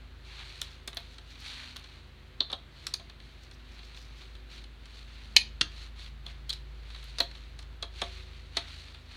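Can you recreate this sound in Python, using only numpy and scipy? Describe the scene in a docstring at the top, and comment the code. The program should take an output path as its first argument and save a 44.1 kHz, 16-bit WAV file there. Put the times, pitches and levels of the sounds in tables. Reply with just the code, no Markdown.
"""A low machine hum and the swish of a jacket sleeve, then a torque wrench clinks onto a bicycle crank.
The bit taps into the pinch bolts: steel chatters on steel, the socket rings and the frame knocks.
A rubber glove scuffs the wrench head and the ratchet ticks. Past halfway the wrench breaks over
with a loud, ringing click and snaps back a quarter second later. The small workshop adds a short tail."""
import sys
import numpy as np
from scipy import signal
from scipy.fft import rfft, irfft
from scipy.io import wavfile
from scipy.ndimage import uniform_filter1d

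SR = 44100
rng = np.random.default_rng(int(sys.argv[2]) if len(sys.argv) > 2 else 0)


def dump_mix(stems):
    """Bounce the given channels to the path in sys.argv[1] as a 16-bit WAV at rate SR."""
    frames = np.atleast_2d(stems).T  # one column per channel
    limited = np.clip(frames, -1, 1)  # hard clip at full scale
    pcm = np.round(limited * 32767).astype(np.int16)
    wavfile.write(sys.argv[1], SR, pcm)


N = 403956

# room tone of still air: f/Hz, level/dB
AIR_EQ = [(20, -11.5), (30, -3.5), (42, 8), (60, 10.5), (100, 5.5), (160, -1.5), (260, -5), (370, -5.5),
          (550, -9), (800, -10.5), (1500, -8.5), (4200, -12), (5200, -25.5), (10000, -34), (16000, -36)]
# slow swells of the machine's deepest tone and of the one about a fifth above: t/s, level/dB
DRONE_SWELL = [(0, -49), (2.3, -56), (3.1, -53), (4.2, -47.5), (7.3, -44.5), (8.25, -47), (9.16, -54)]
FIFTH_SWELL = [(0, -57.5), (3, -59), (4.4, -66), (5.05, -63), (5.6, -56.5), (6.6, -57), (7, -66),
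               (8.1, -51.5), (9.16, -53.5)]
# the machine's upper tones: f/Hz, level/dB, waver/dB
HUM_TONES = [(122, -69, 1.5), (134.5, -64.5, 2.5), (213, -74.5, 4), (249.3, -71, 3.5), (289, -78.5, 2),
             (332, -80, 3.5), (372, -74, 3), (502, -78.5, 3.5)]

# cues for sleeve swishes and glove scuffs: fastest moment t/s, level/dB, swell/s, fade/s
SLEEVE_STROKES = [(0.44, -47.5, 0.16, 0.24), (0.56, -54, .06, .16), (1.0, -57, 0.071, 0.28),
                  (1.32, -55, .05, .08), (1.55, -44.5, 0.135, 0.19), (1.93, -56.5, 0.21, 0.13),
                  (2.85, -56, 0.12, 0.18), (3.35, -61.5, .15, 0.24), (3.95, -57, 0.36, 0.39),
                  (4.22, -58, .05, .13), (4.56, -52, .08, 0.07), (4.97, -55.5, 0.13, .15),
                  (5.25, -56.5, 0.15, 0.12), (5.8, -53, 0.16, 0.084), (6.03, -50, 0.063, 0.059),
                  (6.3, -55, 0.052, 0.064), (6.55, -57, 0.071, 0.044), (7.08, -55.5, 0.28, 0.32),
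                  (7.42, -58, .08, .12), (8.04, -50, 0.1, 0.33), (8.6, -51.5, 0.07, 0.2),
                  (8.76, -53, .08, .25), (9.14, -57, .05, .1)]
GLOVE_SCUFFS = [(0.72, -65, .03, .04), (1.13, -67, .02, .04), (1.315, -62, .02, .035),
                (1.41, -61, .03, .03), (3.44, -60, .015, 0.012), (3.535, -63, .015, .02),
                (3.74, -63, 0.028, 0.034), (3.85, -64, .03, .04), (3.99, -58, .04, 0.08),
                (4.19, -64, .03, 0.057), (4.535, -63, .025, .04), (7.605, -61, .012, .025)]
# tone of sliding cloth, crinkling folds and rubber on steel: f/Hz, level/dB
CLOTH_EQ = [(300, -26.5), (800, -13), (1400, -7.5), (2200, -4), (3200, -3), (4200, 0.5), (4550, -3),
            (4950, -13), (6300, -15.5), (7500, -21.5), (9400, -24), (11500, -32.5), (16000, -42.5)]
CREASE_EQ = [(800, -14), (1500, -3), (3000, -1), (4300, 0), (5000, -10), (7000, -18), (11000, -31),
             (16000, -44)]
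RUBBER_EQ = [(2000, -18), (4300, 3), (5800, 1), (7200, -7), (9000, -15), (16000, -22)]

# the pawl slipping over single teeth: t/s, level/dB
PAWL_TICKS = [(0.947, -53), (1.005, -65), (1.405, -62), (1.794, -65), (7.0415, -58)]
# the hand nudging the loose wrench against the bolt, levels before trim: t/s, clink/dB, snap/dB
NUDGES = [(0.93, -44.5, -57), (1.183, -46.5, -57), (1.3548, -51, -66), (1.7605, -42, -55),
          (1.8414, -48, -60), (3.0975, -47, -60), (3.2012, -51.5, -67), (3.5125, -50, -58),
          (3.7914, -49, -68), (3.83, -51, -68), (3.946, -51, -62), (3.972, -49, -60), (4.215, -52, -68),
          (4.352, -51, -66), (4.64, -50, -60), (4.856, -52, -59), (6.903, -50, -66), (6.9473, -44.5, -62),
          (6.961, -47, -61), (7.0278, -50, -61), (7.3125, -48, -63), (7.351, -48.5, -63),
          (7.5902, -45, -53), (7.626, -52, -60), (8.945, -49, -66)]
# steel taps of bit, socket and ratchet, levels before trim: t/s, clink/dB, snap/dB, tick/dB,
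# clack/dB, frame knock/dB, crank ring/dB, bit ring/dB, clink f/Hz, chatter/ms
TAPS = [(0.6156, -30.5, -36, -43, -39, -48, -60, -52, 3800, 3.2),
        (0.8759, -36, -40.5, -49, -40, -44, -60, -54, 3980, 6.9),
        (0.97, -31.5, -44.5, -48, -42, -44, -50, -52, 3920, 7.3),
        (1.7665, -41, -48.5, -53, -52, -58, -70, -62, 3900, 3),
        (2.4054, -18.5, -54, -66, -42, -37, -53, -58, 4050, 2.8),
        (2.5, -38, -63, -80, -52, -43, -58, -58, 4000, 11),
        (2.5176, -52, -51, -69, -48, -49, -65, -66, 3870, 3),
        (2.5282, -27, -51, -66, -41, -35, -48, -46, 3890, 5.4),
        (2.8678, -32, -33.5, -46, -37.5, -52.5, -66, -60, 3950, 4.8),
        (2.939, -25.5, -33.5, -47, -39.5, -52, -62, -60, 4380, 4.6),
        (2.997, -48, -64, -80, -54, -50, -54, -60, 3900, 8),
        (6.2643, -36.5, -55, -64, -51, -48.5, -61, -56, 3920, 4.3),
        (6.494, -31, -43, -50, -46.5, -57, -68, -58, 3940, 5.5),
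        (6.503, -26.5, -42, -62, -44.5, -54, -66, -54, 4030, 5.3),
        (6.5285, -34, -48, -64, -50, -57, -68, -60, 3850, 1.8),
        (6.5346, -50, -43, -60, -50, -64, -74, -68, 3970, 1.5),
        (7.1848, -30.5, -39.5, -59, -39, -42, -55, -54, 4450, 8),
        (7.203, -18, -35, -39, -28.5, -30, -38, -37, 4050, 5.3),
        (7.826, -30.5, -43, -62, -40, -38, -48, -42, 4020, 6.9),
        (8.0169, -29, -39, -60, -32.5, -30, -36.5, -40, 3680, 6.3),
        (8.569, -22.5, -34, -56, -30, -31.5, -42, -37, 3950, 8)]
# layers of a tap (socket clink, bright snap, fine tick, mid clack, frame knock): f/Hz, level/dB
CLINK_EQ = [(2000, -37.5), (2800, -22.5), (3250, -5.5), (4000, 0), (4450, -1.5), (4850, -19.5), (7000, -40),
            (12000, -61)]
SNAP_EQ = [(3000, -19), (5000, 2), (6300, 0.5), (7700, -8), (9300, -3.5), (11000, -19.5), (16000, -38)]
TICK_EQ = [(5000, -23), (9000, -1), (11500, -1), (16000, -12)]
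CLACK_EQ = [(600, -21.5), (1250, -4), (1750, -1), (2600, -0.5), (3400, -2), (5000, -33), (10000, -68)]
KNOCK_EQ = [(80, -23), (220, -6.5), (400, -1.5), (550, -2.5), (720, -0.5), (860, -2.5), (1150, 0),
            (2000, -23), (6000, -69)]
# ring of the socket at its usual pitch, the crank and the bit: f/Hz, relative level/dB, t60/s
SOCKET_MODES = [(3460, -4, 0.28), (3720, -6, 0.24), (3870, -2, 0.26), (4080, -1, .26), (4240, -3, 0.21),
                (4320, -11, 0.16)]
CRANK_MODES = [(234, -14, .19), (318, -14, .19), (385, -9, .2), (560, -10, .16), (684, 0, .19),
               (705, -6, .12), (770, -13, .12), (1141, -13, .18), (1249, -14, .22), (1725, -10, .2),
               (2135, -17, .19)]
BIT_MODES = [(3100, -8, .24), (3273, 0, .2), (3311, -2, .14), (3600, -8, .26), (3890, -7, .2),
             (6400, -15, .14), (8770, -24, .14)]

# the two clicks of the release mechanism:
# t/s, level/dB, steel ring/dB, frame shudder/dB, rebound delay/ms, rebound relative to the hit/dB
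BREAK_OVER = (5.3647, -8, -26, -52.5, 4.3, -3)
SNAP_BACK = (5.6116, -17, -35.5, -42.5, 4.0, -2.5)
# tone of those two hits: f/Hz, level/dB
BREAK_EQ = [(150, -41.5), (400, -26.5), (700, -32), (950, -20.5), (1500, -29), (1850, -11.5), (2050, -13),
            (2380, 1.5), (2800, -5), (3200, -4.5), (3500, -9), (4200, 3), (4600, -2.5), (5000, -14),
            (6500, -17), (7600, -23), (8400, -30), (12000, -38), (16000, -58)]
BACK_EQ = [(100, -15), (400, -14), (600, -21), (1150, -14.5), (1400, -7), (1900, -8), (2400, -11.5),
           (3100, 2.5), (3700, -3.5), (4300, 0), (5200, -12), (6400, -10.5), (7800, -25), (9400, -17.5),
           (10500, -39), (16000, -48)]
# ring of the wrench tube, the wrench head and the bicycle frame: f/Hz, relative level/dB, t60/s
TUBE_MODES = [(1900, -14, .2), (2252, -11, .16), (2449, -3, .21), (2654, -12, .14), (3155, -18, .24),
              (3526, -12, .2), (3646, -9, .2), (3747, -6, .18), (3960, -7, .11), (4105, -5, .15),
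              (4134, 0, .19), (4312, -6, .2), (4400, -6, .1), (4502, -4, .16), (4813, -14, .18),
              (6218, -20, .18), (6713, -19, .12), (7316, -23, .13), (10560, -12, .12)]
HEAD_MODES = [(1238, -1, .16), (1380, -5, .14), (1615, -5, .2), (1707, -4, .2), (3060, -2, .12),
              (3278, -1, .2), (3569, -7, .2), (4167, 0, .12), (4382, -2, .1), (5233, -8, .09),
              (6169, -5, .12), (6476, -12, .18)]
FRAME_MODES = [(130, -1, .3), (175, -4.5, .22), (232, -3.5, .2), (298, -1, .2), (345, -2, 0.2),
               (680, -8, .2)]


def undb(db):
    """Decibels to gain."""
    return np.exp(np.asarray(db) * np.log(10) / 20)


def curve(rows):
    """Rows of (t/s, value) joined by straight lines."""
    return np.interp(np.arange(N) / SR, *np.transpose(rows))


def unit(x):
    """Scale to rms 1."""
    return x / np.sqrt(np.mean(x ** 2))


def hit_level(x, db):
    """Scale a hit so that its energy equals db held for 4 ms."""
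    return x * undb(db) * np.sqrt(.004 * SR / np.sum(x ** 2))


def add(out, s, x):
    """Mix x into out from time s."""
    i = int(s * SR)
    out[i:i + len(x)] += x[:len(out) - i]


def eq(x, points, size=2048):
    """Minimum-phase EQ through (f/Hz, level/dB) points, so nothing rings ahead of an attack."""
    hz, db = np.transpose(points)
    bins = np.maximum(np.fft.rfftfreq(size, 1 / SR), 1)
    gain = undb(np.interp(np.log(bins), np.log(hz), db))
    cepstrum = irfft(np.log(gain))
    cepstrum[1:size // 2] *= 2
    cepstrum[size // 2 + 1:] = 0
    impulse = irfft(np.exp(rfft(cepstrum)))
    return signal.fftconvolve(x, impulse)[:len(x)]


def wander(rate_hz):
    """Smooth random modulation with rms 1."""
    hold = int(SR / rate_hz)
    steps = np.repeat(rng.standard_normal(N // hold + 1), hold)
    return unit(uniform_filter1d(uniform_filter1d(steps, hold), hold))[:N]


def swells(strokes, swell_shape=3.6, fade_shape=1.5):
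    """Rubbing envelope: each stroke swells to its fastest moment and fades; overlaps add in power."""
    t = np.arange(N) / SR
    power = np.zeros(N)
    for s, db, swell_s, fade_s in strokes:
        rise = ((s - t[t < s]) / swell_s) ** swell_shape  # shape 1 is exponential, 2 a bell
        fall = ((t[t >= s] - s) / fade_s) ** fade_shape
        distance = np.concatenate([rise, fall])
        power += (undb(db) * np.exp(-np.minimum(distance, 20))) ** 2
    return np.sqrt(power)


def chatter(ms, attack, fade, size=3072):
    """Contact force: one spike of height attack, then dense micro-bounces that die out after ms."""
    age = np.arange(size) / SR * 1000 / ms
    force = rng.standard_normal(size) * np.exp(-fade * age) / (1 + age ** 8)
    force /= np.sqrt(np.sum(force ** 2))
    force[0] += attack
    return force


def strike(body_eq, db, ms, attack, fade):
    """A chattering contact coloured by the body it hits."""
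    return hit_level(eq(chatter(ms, attack, fade), body_eq), db)


def ring(modes, db, scatter_db=3.0, detune=.0018, size=8820):
    """Decaying modes whose mix and pitch vary from hit to hit; db sets their starting rms."""
    t = np.arange(size) / SR
    hz, mode_db, t60 = np.transpose(modes)[:, :, None]
    gain = undb(mode_db + scatter_db * rng.standard_normal(hz.shape))
    hz = hz * (1 + detune * rng.standard_normal(hz.shape))
    decay = np.exp(-np.log(1000) * t / t60)
    partials = gain * np.sin(2 * np.pi * (hz * t + rng.random(hz.shape))) * decay
    onset = 1 - np.exp(-t / .001)
    return undb(db) * partials.sum(0) * onset / np.sqrt(np.sum(gain ** 2) / 2)


def workshop(x, early_db=-12, early_t60=.12, late_db=-21, late_t60=.35, damp_hz=5500):
    """Floor and bicycle throw back early reflections; the walls add a short, duller tail."""
    size, predelay_s = 22050, .0037
    t = np.arange(size) / SR
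    early, late = rng.standard_normal((2, size)) * np.clip(t / predelay_s - 1, 0, 1)
    early *= np.exp(-np.log(1000) * t / early_t60)
    late = signal.lfilter(*signal.butter(1, damp_hz, fs=SR), late)
    late *= np.exp(-np.log(1000) * t / late_t60)
    reverb = (undb(early_db) * unit(early) + undb(late_db) * unit(late)) / np.sqrt(size)
    return x + signal.fftconvolve(x, reverb)[:N]


def room_tone(db=-56):
    """Still air: a soft, bass-heavy bed of noise."""
    return unit(eq(rng.standard_normal(N), AIR_EQ, size=8192)) * undb(db)


def machine_hum(drone_hz=53.6, fifth_hz=79.6, deep_waver_db=.8, drift=.003996):
    """Machine tones that waver separately in level and drift together in pitch."""
    out = np.zeros(N)
    clock = np.cumsum(1 + drift * wander(2)) / SR
    deep = [(drone_hz, curve(DRONE_SWELL), deep_waver_db), (fifth_hz, curve(FIFTH_SWELL), deep_waver_db)]
    for hz, db, waver_db in deep + list(HUM_TONES):
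        tone = np.sqrt(2) * np.sin(2 * np.pi * (hz * clock + rng.random()))
        out += tone * undb(db + waver_db * wander(4))
    return out


def sleeve(trim_db=.8, flutter_db=.9, grain_db=1.8, shift_db=1.6, creases_per_s=90, crease_db=-13):
    """Cloth slides on cloth: a fluttering, grainy hiss whose tone shifts as folds move and crinkle."""
    grains = rng.standard_normal(N) * undb(grain_db * wander(600))
    hiss = unit(eq(grains, CLOTH_EQ))
    body = signal.sosfiltfilt(signal.butter(2, 3000, fs=SR, output="sos"), hiss)
    top = hiss - body
    slide = body * undb(shift_db * wander(18)) + top * undb(shift_db * wander(18))
    folds = (rng.random(N) < creases_per_s / SR) * rng.uniform(-1, 1, N)
    crinkle = signal.fftconvolve(folds, chatter(2.5, attack=.5, fade=.9))[:N]
    cloth = unit(slide + undb(crease_db) * unit(eq(crinkle, CREASE_EQ)))
    motion = np.hypot(swells(SLEEVE_STROKES), undb(-69.5))  # the sleeve never lies quite still
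    return cloth * motion * undb(trim_db + flutter_db * wander(25))


def glove(grain_db=3.6):
    """Rubber sticks and slips on the wrench head: a thin, grainy scuff."""
    slip = rng.standard_normal(N) * undb(grain_db * wander(400))
    return unit(eq(slip, RUBBER_EQ)) * swells(GLOVE_SCUFFS)


def pawl():
    """The ratchet's pawl slips over single teeth: tiny, very bright ticks."""
    out = np.zeros(N)
    for s, db in PAWL_TICKS:
        add(out, s, strike(TICK_EQ, db, ms=2.5, attack=.6, fade=1.1))
    return out


def nudges(tick_db=-31, clack_db=-2.5, knock_db=-10.5, ring_db=-22, hz=4000, ms=5.6):
    """The loose wrench bumps the bolt: soft rows like TAPS, the added layers set against the clink."""
    return [(s, db, snap, db + tick_db, db + clack_db, db + knock_db, db + ring_db, db + ring_db, hz, ms)
            for s, db, snap in NUDGES]


def taps(usual_hz=4000, graze_s=.003):
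    """Each contact clinks the socket and, as far as it is pressed home, knocks the crank and frame."""
    out = np.zeros(N)
    for s, clink, snap, tick, clack, knock, crank, bit, hz, ms in list(TAPS) + nudges():
        # the socket's pitch shifts with how it is gripped and seated
        socket_eq = np.array(CLINK_EQ) * [hz / usual_hz, 1]
        socket_modes = np.array(SOCKET_MODES) * [hz / usual_hz, 1, 1]
        # the bit grazes the edge just before it lands; each layer gets its own trim in dB
        add(out, s - graze_s, strike(socket_eq, clink - 19, ms, attack=0, fade=0))
        add(out, s, strike(socket_eq, clink + .33, ms, attack=.22, fade=.3))
        add(out, s, ring(socket_modes, clink - 21.5, detune=.0122))
        # the higher the band, the tighter its transient
        add(out, s, strike(SNAP_EQ, snap + 1.4, ms, attack=.6, fade=1.0))
        add(out, s, strike(TICK_EQ, tick + 1.5, ms, attack=.63, fade=2.2))
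        add(out, s, strike(CLACK_EQ, clack + .3, 1.66 * ms, attack=.25, fade=.63))
        # the heavy frame answers more slowly than the steel, and shakes the loose socket
        add(out, s, strike(KNOCK_EQ, knock - .6, ms=20, attack=.1, fade=.98))
        shake = chatter(ms=30, attack=0, fade=.85) ** 3
        rattle = eq(shake, socket_eq) + .45 * eq(shake, CLACK_EQ)
        add(out, s, hit_level(rattle, knock - 2.5))
        # where the bit lands decides whether the crank or the bit itself rings on
        add(out, s, ring(CRANK_MODES, crank - .8, scatter_db=2.0, detune=.003))
        add(out, s, ring(BIT_MODES, bit - 2.2, detune=.003))
    return out


def release_click(cue, body_eq, modes, hit_ms=3.8, creep_s=.003, creep_db=-28, flutter_db=3.2):
    """The toggle slips, slams into the tube wall, rebounds once and leaves steel and frame ringing."""
    s, db, ring_db, frame_db, delay_ms, rebound_db = cue
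    out = np.zeros(N)
    add(out, s - creep_s, strike(body_eq, db + creep_db, hit_ms, attack=0, fade=0))
    add(out, s, strike(body_eq, db, hit_ms, attack=.4, fade=.18))
    # the rebound is softer, so it is duller too
    rebound = strike(body_eq, db + rebound_db, ms=2.8, attack=.34, fade=.3)
    add(out, s + delay_ms / 1000, signal.lfilter(*signal.butter(2, 6000, fs=SR), rebound))
    # loose parts inside the wrench make its ring flutter
    steel = ring(modes, ring_db, scatter_db=1.2, detune=.001)
    add(out, s, steel * undb(flutter_db * wander(170)[:len(steel)]))
    add(out, s, ring(FRAME_MODES, frame_db, scatter_db=1.0))
    return out


def scene():
    """Mono mix: the wrench in the workshop reverb, over dry sleeve, glove, room tone and hum."""
    clicks = release_click(BREAK_OVER, BREAK_EQ, TUBE_MODES)
    clicks += release_click(SNAP_BACK, BACK_EQ, HEAD_MODES)
    wrench = workshop(clicks, early_db=-14, late_db=-22.5, late_t60=.32, damp_hz=3500)
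    wrench += workshop(taps() + pawl())
    return (wrench + sleeve() + glove() + room_tone() + machine_hum())[None]


def record(dry, ceiling=.85, top_hz=15900):
    """Hard-clip the peaks just under full scale, then cut the top with a steep low-pass."""
    clipped = np.clip(dry, -ceiling, ceiling)
    return signal.sosfilt(signal.ellip(8, .2, 70, top_hz, fs=SR, output="sos"), clipped)


dry = scene()
out = record(dry)
dump_mix(out)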